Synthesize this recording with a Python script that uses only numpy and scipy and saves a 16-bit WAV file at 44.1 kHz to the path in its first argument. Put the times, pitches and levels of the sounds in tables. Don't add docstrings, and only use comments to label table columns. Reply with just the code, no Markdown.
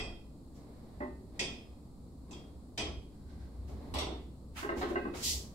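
import sys
import numpy as np
from scipy import signal
from scipy.fft import rfft, irfft, next_fast_len
from scipy.io import wavfile
from scipy.ndimage import map_coordinates

SR = 44100
rng = np.random.default_rng(int(sys.argv[2]) if len(sys.argv) > 2 else 0)


def materialize(psi):
    bounded = np.clip(np.atleast_2d(psi).T, -1, 1)
    quanta = np.round(bounded * 32767).astype(np.int16)
    wavfile.write(sys.argv[1], SR, quanta)


N = 244461

# (frequency [Hz], level [dB per Hz])
THUD_COLOUR = [(60, -8), (160, -14), (260, 1.5), (400, 4.5), (520, -3), (740, -1), (1100, -5.5),
               (1500, -17), (2200, -27.5), (4000, -36.5), (8000, -73), (15000, -83)]


def plates():
    # (time [s], crack [dB], plate ring [dB], thud in the frame [dB],
    # brightness [dB per octave], peg ring at the rebound [dB])
    clinks = [(-0.018, -42.5, -42.5, -46, -5, -51.5), (1.393, -38, -38.5, -48.5, -1, -47),
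              (2.309, -57.5, -73, -56.5, 4.5, -57.5), (2.776, -39, -46.5, -43, 0.5, -44.5)]
    # (frequency [Hz], level [dB], t60 [s])
    plate_modes = [(1985, 8.5, 0.028), (2070, -9, 0.061), (2470, 2.5, 0.12), (2536, -5, 0.26),
                   (2640, -4, 0.18), (3100, -6.5, 0.12), (3245, -0.5, 0.22), (3670, -8, 0.14),
                   (4610, 3, 0.12), (4740, 2, 0.052), (4850, -16, 0.16), (5280, -6.5, 0.39),
                   (5060, -13, 0.65), (5460, 2.5, 0.081), (5930, -7, 0.25), (7640, 2, 0.12),
                   (7850, -30, 0.27), (8253, -3.5, 0.32)]
    # (frequency [Hz], level [dB], t60 [s])
    peg_modes = [(3257, -6, 0.24), (3313, -14, 0.22), (3410, -7, 0.085), (3590, -12.5, 0.2),
                 (5120, -18, 0.28), (7860, -27, .15)]
    # (frequency [Hz], level [dB per Hz])
    crack_colour = [(900, -17.5), (1600, -16), (2000, -6.5), (2600, 1), (3300, -6.5), (4000, -6.5),
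                    (5000, 0.5), (5800, -2), (6800, -8.5), (8000, -5), (9200, -18), (15500, -33.5)]
    # (delay [s], force [dB], thud [dB], brightness [dB per octave], peg [dB])
    contacts = [(0, 0, 0, 0, -18), (0.0205, -5, -3, -6, 0)]
    settle_s, settle_db = 0.09, -5

    out = np.zeros((2, N))
    for s, crack_db, ring_db, thud_db, bright_db, peg_db in clinks:
        for delay_s, force_db, thud_step_db, bright_step_db, peg_step_db in contacts:
            hit_s = s + delay_s
            hit_bright_db = bright_db + bright_step_db
            plate = ring(plate_modes, hit_bright_db, direct_db=3.5)
            peg = ring(peg_modes, direct_db=0.5)
            crack = burst(crack_colour, t60=0.019, bright_db=hit_bright_db, direct_db=-13)
            thud = burst(THUD_COLOUR, t60=0.19)
            add(out, hit_s, amp(ring_db + force_db) * plate)
            add(out, hit_s, amp(peg_db + peg_step_db) * peg)
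            add(out, hit_s, amp(crack_db + force_db) * crack)
            add(out, hit_s, amp(thud_db + thud_step_db) * thud)
        add(out, s + settle_s, amp(thud_db + settle_db) * burst(THUD_COLOUR, t60=0.13))
    return out


def clunks():
    # (time [s], ring before a fixed trim [dB], thud [dB], brightness [dB per octave])
    blows = [(1.003, -40.5, -49, 3.5), (1.02, -37.5, -49, 0.5), (3.688, -61, -55, -3.5)]
    # (frequency [Hz], level [dB], t60 [s])
    carriage_modes = [(249, -1.5, 0.17), (292, -3, 0.095), (370, -1.5, 0.17), (399, -3, 0.12),
                      (595.6, -6.5, 0.27), (831, -9.5, 0.2), (907, -22, 0.39), (1055, -18.5, 0.24),
                      (1136, -18, 0.14), (1164, -23, 0.12), (1214, -22, 0.3), (1510, -19, 0.11),
                      (1830, -21, 0.24), (1980, -22, 0.25), (1930, -16.5, 0.12), (2030, -19.5, 0.17),
                      (2560, -36.5, 0.38)]
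    return knocks(blows, carriage_modes, direct_db=6.0)


def bounces():
    # (time [s], ring before a fixed trim [dB], thud [dB], brightness [dB per octave])
    blows = [(4.628, -41, -56, 5), (4.647, -39, -55, 5.5), (4.69, -34, -44.5, 7), (4.72, -39, -59, 3),
             (4.765, -48, -40, -3), (4.812, -64, -39, 10), (4.828, -35, -50, 3), (4.852, -39.5, -60, 2),
             (4.902, -36, -44, 0.5), (4.956, -32, -50.5, 6.5), (4.976, -38, -59, -3),
             (5.052, -38, -55.5, 3.5), (5.068, -46.5, -48, -2), (5.136, -64, -47.5, 6.5)]
    # (frequency [Hz], level [dB], t60 [s])
    frame_modes = [(244, -6.5, 0.15), (285, 0, 0.075), (349, 0, 0.15), (366, -1, 0.079), (407, -7, 0.23),
                   (535, -20.5, 0.3), (598, -21, 0.19), (657, -13, 0.11), (719, -20, 0.27),
                   (821, -19, 0.21), (1070, -7, 0.077), (1296, -20, 0.089), (1554, -7.5, 0.04),
                   (1850, -19, 0.075), (1933, -32, .18), (2046, -22.5, 0.077), (2550, -47, 0.72),
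                   (2795, -31.5, 0.074)]
    return knocks(blows, frame_modes, direct_db=4)


def knocks(blows, modes, direct_db):
    out = np.zeros((2, N))
    for s, db, thud_db, bright_db in blows:
        steel = ring(modes, bright_db, direct_db, contact_s=0.0018)
        thud = burst(THUD_COLOUR, t60=0.049, bright_db=bright_db, direct_db=-9.5, contact_s=0.0027)
        add(out, s, amp(db - 1.5) * steel)
        add(out, s, amp(thud_db) * thud)
    return out


def catch(rattle_count=5):
    contacts = list([(3.939, -43, -45, 2), (3.957, -40.5, -52, -3), (3.985, -38.5, -52, 1),
                     (4.02, -47.5, -42.5, -6)])
    # (frequency [Hz], level [dB], t60 [s])
    lever_modes = [(611, 7, 0.094), (780, -14, 0.15), (1090, -3, 0.15), (1270, -2, 0.11),
                   (1990, -5.5, 0.23), (2780, -5, 0.21), (3355, 2, 0.14), (3585, -7, 0.49),
                   (3580, -0.5, 0.28), (4140, -7, 0.22), (4630, -5, 0.23), (5017, -8, .25),
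                   (5324, -10, 0.18), (5560, -13, 0.097), (7800, 0.5, 0.067)]
    # (frequency [Hz], level [dB per Hz])
    clack_colour = [(500, -3), (1000, 6), (1600, -15), (2100, 1.5), (2700, -4.5), (3600, 0.5), (5000, -4.5),
                    (6800, -14), (8000, -13), (9500, -17), (15500, -30)]
    wait_s, gap_s, jitter_s = 0.047, 0.027, 0.002
    rattle_db, rattle_thud_db, loss_db = -59, -44, 4
    rattle_bright_db = -4

    rattle_start_s = contacts[-1][0] + wait_s
    for k in range(rattle_count):
        s = rattle_start_s + k * gap_s + rng.normal(0, jitter_s)
        contacts.append((s, rattle_db - k * loss_db, rattle_thud_db - k * loss_db, rattle_bright_db))

    out = np.zeros((2, N))
    for s, db, thud_db, bright_db in contacts:
        clack = burst(clack_colour, t60=0.029, bright_db=bright_db, direct_db=-9.5)
        lever = ring(lever_modes, bright_db, direct_db=-7)
        thud = burst(THUD_COLOUR, t60=0.062, direct_db=-2.5)
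        add(out, s, amp(db - 1.5) * clack)
        add(out, s, amp(db - 4.5) * lever)
        add(out, s, amp(thud_db) * thud)
    return out


def sled():
    # (time [s], rumble before a fixed trim [dB])
    travel = [(0.0, -47), (0.08, -66), (0.59, -54), (0.62, -61.5), (1.14, -48), (1.17, -52), (2.7, -54),
              (2.99, -40), (3.07, -60), (3.16, -54.5), (3.63, -41), (3.92, -44), (3.93, -41.5), (4.4, -53),
              (4.58, -46.5), (5.21, -49.5), (5.37, -42.5), (5.54, -53)]
    # (frequency [Hz], level [dB per Hz])
    rumble_colour = [(20, -29), (45, -15), (58, -2.5), (66, 2.5), (75, -1), (90, -10.5), (130, -19),
                     (300, -46), (800, -83)]
    # (time [s], length [s], level [dB])
    runs = [(0.58, 0.42, -57), (1.36, 0.15, -53), (2.31, 0.05, -55), (3.33, 0.81, -60.5),
            (3.72, 0.089, -53.5), (3.835, 0.11, -52.5), (5.0, 0.38, -52)]
    # (frequency [Hz], level [dB per Hz])
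    bearing_colour = [(100, -4.5), (250, 3), (600, -6.5), (1100, -13.5), (1350, -23.5), (1600, -22.5),
                      (2100, -23), (2800, -31.5), (4200, -23.5), (6000, -37.5), (12000, -38), (15500, -47)]
    # (time [s], length [s], level [dB])
    rubs = [(3.135, 0.02, -76), (3.3, 0.14, -70.5)]
    # (frequency [Hz], level [dB per Hz])
    bushing_colour = [(1000, -30), (1400, -7), (1570, 0), (1750, -12), (1950, -6.5), (2300, -15),
                      (2900, -16), (4200, -9.5), (6000, -17), (12000, -47)]
    idle_db = -68.5

    times, levels = np.transpose(travel)
    rumble_db = np.interp(np.arange(N) / SR, times, levels)
    rumble = amp(rumble_db - 2 + 0.92 * wobble(12)) * wash(rumble_colour)
    run_gain = swells(runs, attack_s=0.26, release_s=1.26)
    bearings = np.hypot(run_gain, amp(idle_db)) * wash(bearing_colour)
    rub_gain = swells(rubs, attack_s=0.25, release_s=1) * amp(1.9 * wobble(40))
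    return rumble + bearings + rub_gain * wash(bushing_colour)


def cloth(t60=0.36, wet=0.76):
    # (time [s], length [s], level [dB],
    # pressure [0-1: firm sliding hisses, light brushing rustles])
    strokes = [(0.555, 0.01, -66, 0.95), (3.685, 0.0064, -60, 0.44), (4.57, 0.02, -41, 0.13),
               (4.772, 0.028, -49, 0.37), (4.89, 0.005, -51, 0.18), (5.153, 0.064, -47.5, 0.73),
               (5.236, 0.069, -31.5, 1)]
    # (frequency [Hz], level [dB per Hz])
    hiss_colour = [(710, -52), (1200, -38), (1670, -44), (1920, -12), (2190, -15), (3180, -4), (3500, -5),
                   (4770, 0.5), (7570, -2), (9370, -11.5), (10800, -9), (15500, -16.5)]
    # (frequency [Hz], level [dB per Hz])
    rustle_colour = [(300, -7), (700, 6.5), (1300, 13), (1700, 8.5), (2100, 11), (3200, 7.5), (5000, -2.5),
                     (9000, -5.5), (15500, -9)]
    # (frequency [Hz], left minus right [dB])
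    seat_sides = [(1000, 1), (4000, -2), (8000, -0.5), (14000, -8)]

    power = np.zeros((2, N))
    for s, length, db, pressure in strokes:
        stroke = amp(db) * swell(s, length, attack_s=0.061, release_s=0.13)
        power += np.outer([pressure, 1 - pressure], stroke ** 2)
    power *= amp(0.63 * wobble(150)) ** 2
    decay = amp(-60 * np.arange(SR // 2) / SR / t60) ** 2
    held = np.abs(signal.fftconvolve(power, decay[None] / decay.sum(), axes=1)[:, :N])
    firm, light = np.sqrt((1 - wet) * power + wet * held)
    return placed(firm * wash(hiss_colour) + light * wash(rustle_colour), seat_sides)


def ventilation():
    # (frequency [Hz], level [dB per Hz])
    air_colour = [(20, -1.5), (60, -2), (110, -3), (250, -2), (400, -13.5), (800, -22.5), (1200, -27),
                  (1700, -45.5), (3200, -44), (4300, -32.5), (6100, -43.5), (7500, -35.5), (12500, -44),
                  (15000, -49)]
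    tone = np.sqrt(2) * np.sin(2 * np.pi * 59.0 * np.arange(N) / SR)
    hum = tone * amp(-59.0 + 2.4 * wobble(3.16))
    return amp(-52.5) * wash(air_colour) + hum


def ring(modes, bright_db=0, direct_db=-4, scatter_db=1.5, contact_s=0.00038):
    t = np.arange(SR // 2) / SR
    hz, db, t60 = np.transpose(modes)[:, :, None]
    gain = amp(db + scatter_db * rng.standard_normal(hz.shape)) * tilt(hz, bright_db)
    phase = 2 * np.pi * (hz * t + rng.random(hz.shape))
    tone = np.sum(gain * amp(-60 * t / t60) * np.sin(phase), axis=0)
    return heard(tone * (1 - np.exp(-t / contact_s)), direct_db)


def burst(spectrum, t60, bright_db=0, direct_db=-6, contact_s=0.00068):
    t = np.arange(SR // 4) / SR
    decaying = noise(spectrum, len(t), bright_db) * amp(-60 * t / t60)
    return heard(decaying * (1 - np.exp(-t / contact_s)), direct_db)


def heard(x, direct_db):
    y = gym(x, direct_db)
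    return y / np.sqrt(np.mean(y[:, :SR // 20] ** 2))


def gym(x, direct_db, lead_count=14):
    # (frequency [Hz], t60 [s])
    room_t60 = [(100, 1), (400, 0.52), (1000, 0.27), (2800, 0.5), (7000, 0.35), (14000, 0.18)]
    hz, t, z = signal.stft(diffuse(SR * 3 // 4), SR, nperseg=256)
    fading = z * amp(-60 * t / along(room_t60, hz)[:, None])
    tail = signal.istft(fading, SR, nperseg=256)[1]
    tail /= np.linalg.norm(tail[0])
    tail[[0, 1], [0, lead_count]] += amp(direct_db)
    return signal.fftconvolve(x[None], tail, axes=1)[:, :N]


def diffuse(n):
    # (frequency [Hz], left-right correlation [0-1])
    likeness = [(60, 0.93), (300, 0.95), (500, 0.68), (1000, 0.39), (2000, 0.0042), (4000, 0.068),
                (12000, 0)]

    def shares(hz):
        turn = np.arccos(np.clip(along(likeness, hz), -1, 1)) / 2
        return np.array([np.cos(turn), np.sin(turn)])

    mid, side = filtered(rng.standard_normal((2, n)), shares)
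    return np.array([mid + side, mid - side])


def wash(spectrum):
    return unit(filtered(diffuse(N), lambda hz: amp(along(spectrum, hz))))


def noise(spectrum, n, bright_db=0):
    white = rng.standard_normal(n)
    return unit(filtered(white, lambda hz: amp(along(spectrum, hz)) * tilt(hz, bright_db)))


def swell(s, length, attack_s, release_s):
    t = np.arange(N) / SR - s
    return amp(-60 * (np.maximum(-t, 0) / attack_s + np.maximum(t - length, 0) / release_s))


def swells(rows, attack_s, release_s):
    return np.sqrt(sum((amp(db) * swell(s, length, attack_s, release_s)) ** 2 for s, length, db in rows))


def wobble(rate):
    knots = rng.standard_normal(int(N * rate / SR) + 4)
    return map_coordinates(knots, [np.arange(N) * rate / SR])


def placed(x, sides):
    return filtered(x, lambda hz: amp(np.outer([.5, -.5], along(sides, hz))))


def add(out, s, x):
    start = round(s * SR)
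    x = x[:, max(-start, 0):]
    part = out[:, max(start, 0):][:, :x.shape[1]]
    part += x[:, :part.shape[1]]


def filtered(x, response):
    n = x.shape[-1]
    m = next_fast_len(n + 4096)
    return irfft(rfft(x, m) * response(np.fft.rfftfreq(m, 1 / SR)), m)[..., :n]


def tilt(hz, db):
    return amp(db * np.log2((hz + 100) / 1000))


def along(points, hz):
    f, v = np.transpose(points)
    return np.interp(np.log(hz + 1), np.log(f + 1), v)


def amp(db):
    return 10 ** (np.asarray(db) / 20)


def unit(x):
    return x / np.sqrt(np.mean(x ** 2) + 1e-20)


def scene():
    # (frequency [Hz], left minus right [dB])
    machine_sides = [(100, -0.5), (700, 0), (1300, -2.5), (2400, -5), (4400, 2.3), (8100, -1.2),
                     (15000, 11)]
    machine = plates() + catch() + clunks() + bounces() + sled() + cloth()
    return placed(machine, machine_sides) + ventilation()


def record(dry):
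    return filtered(dry, lambda hz: hz < 15750)


dry = scene()
out = record(dry)
materialize(out)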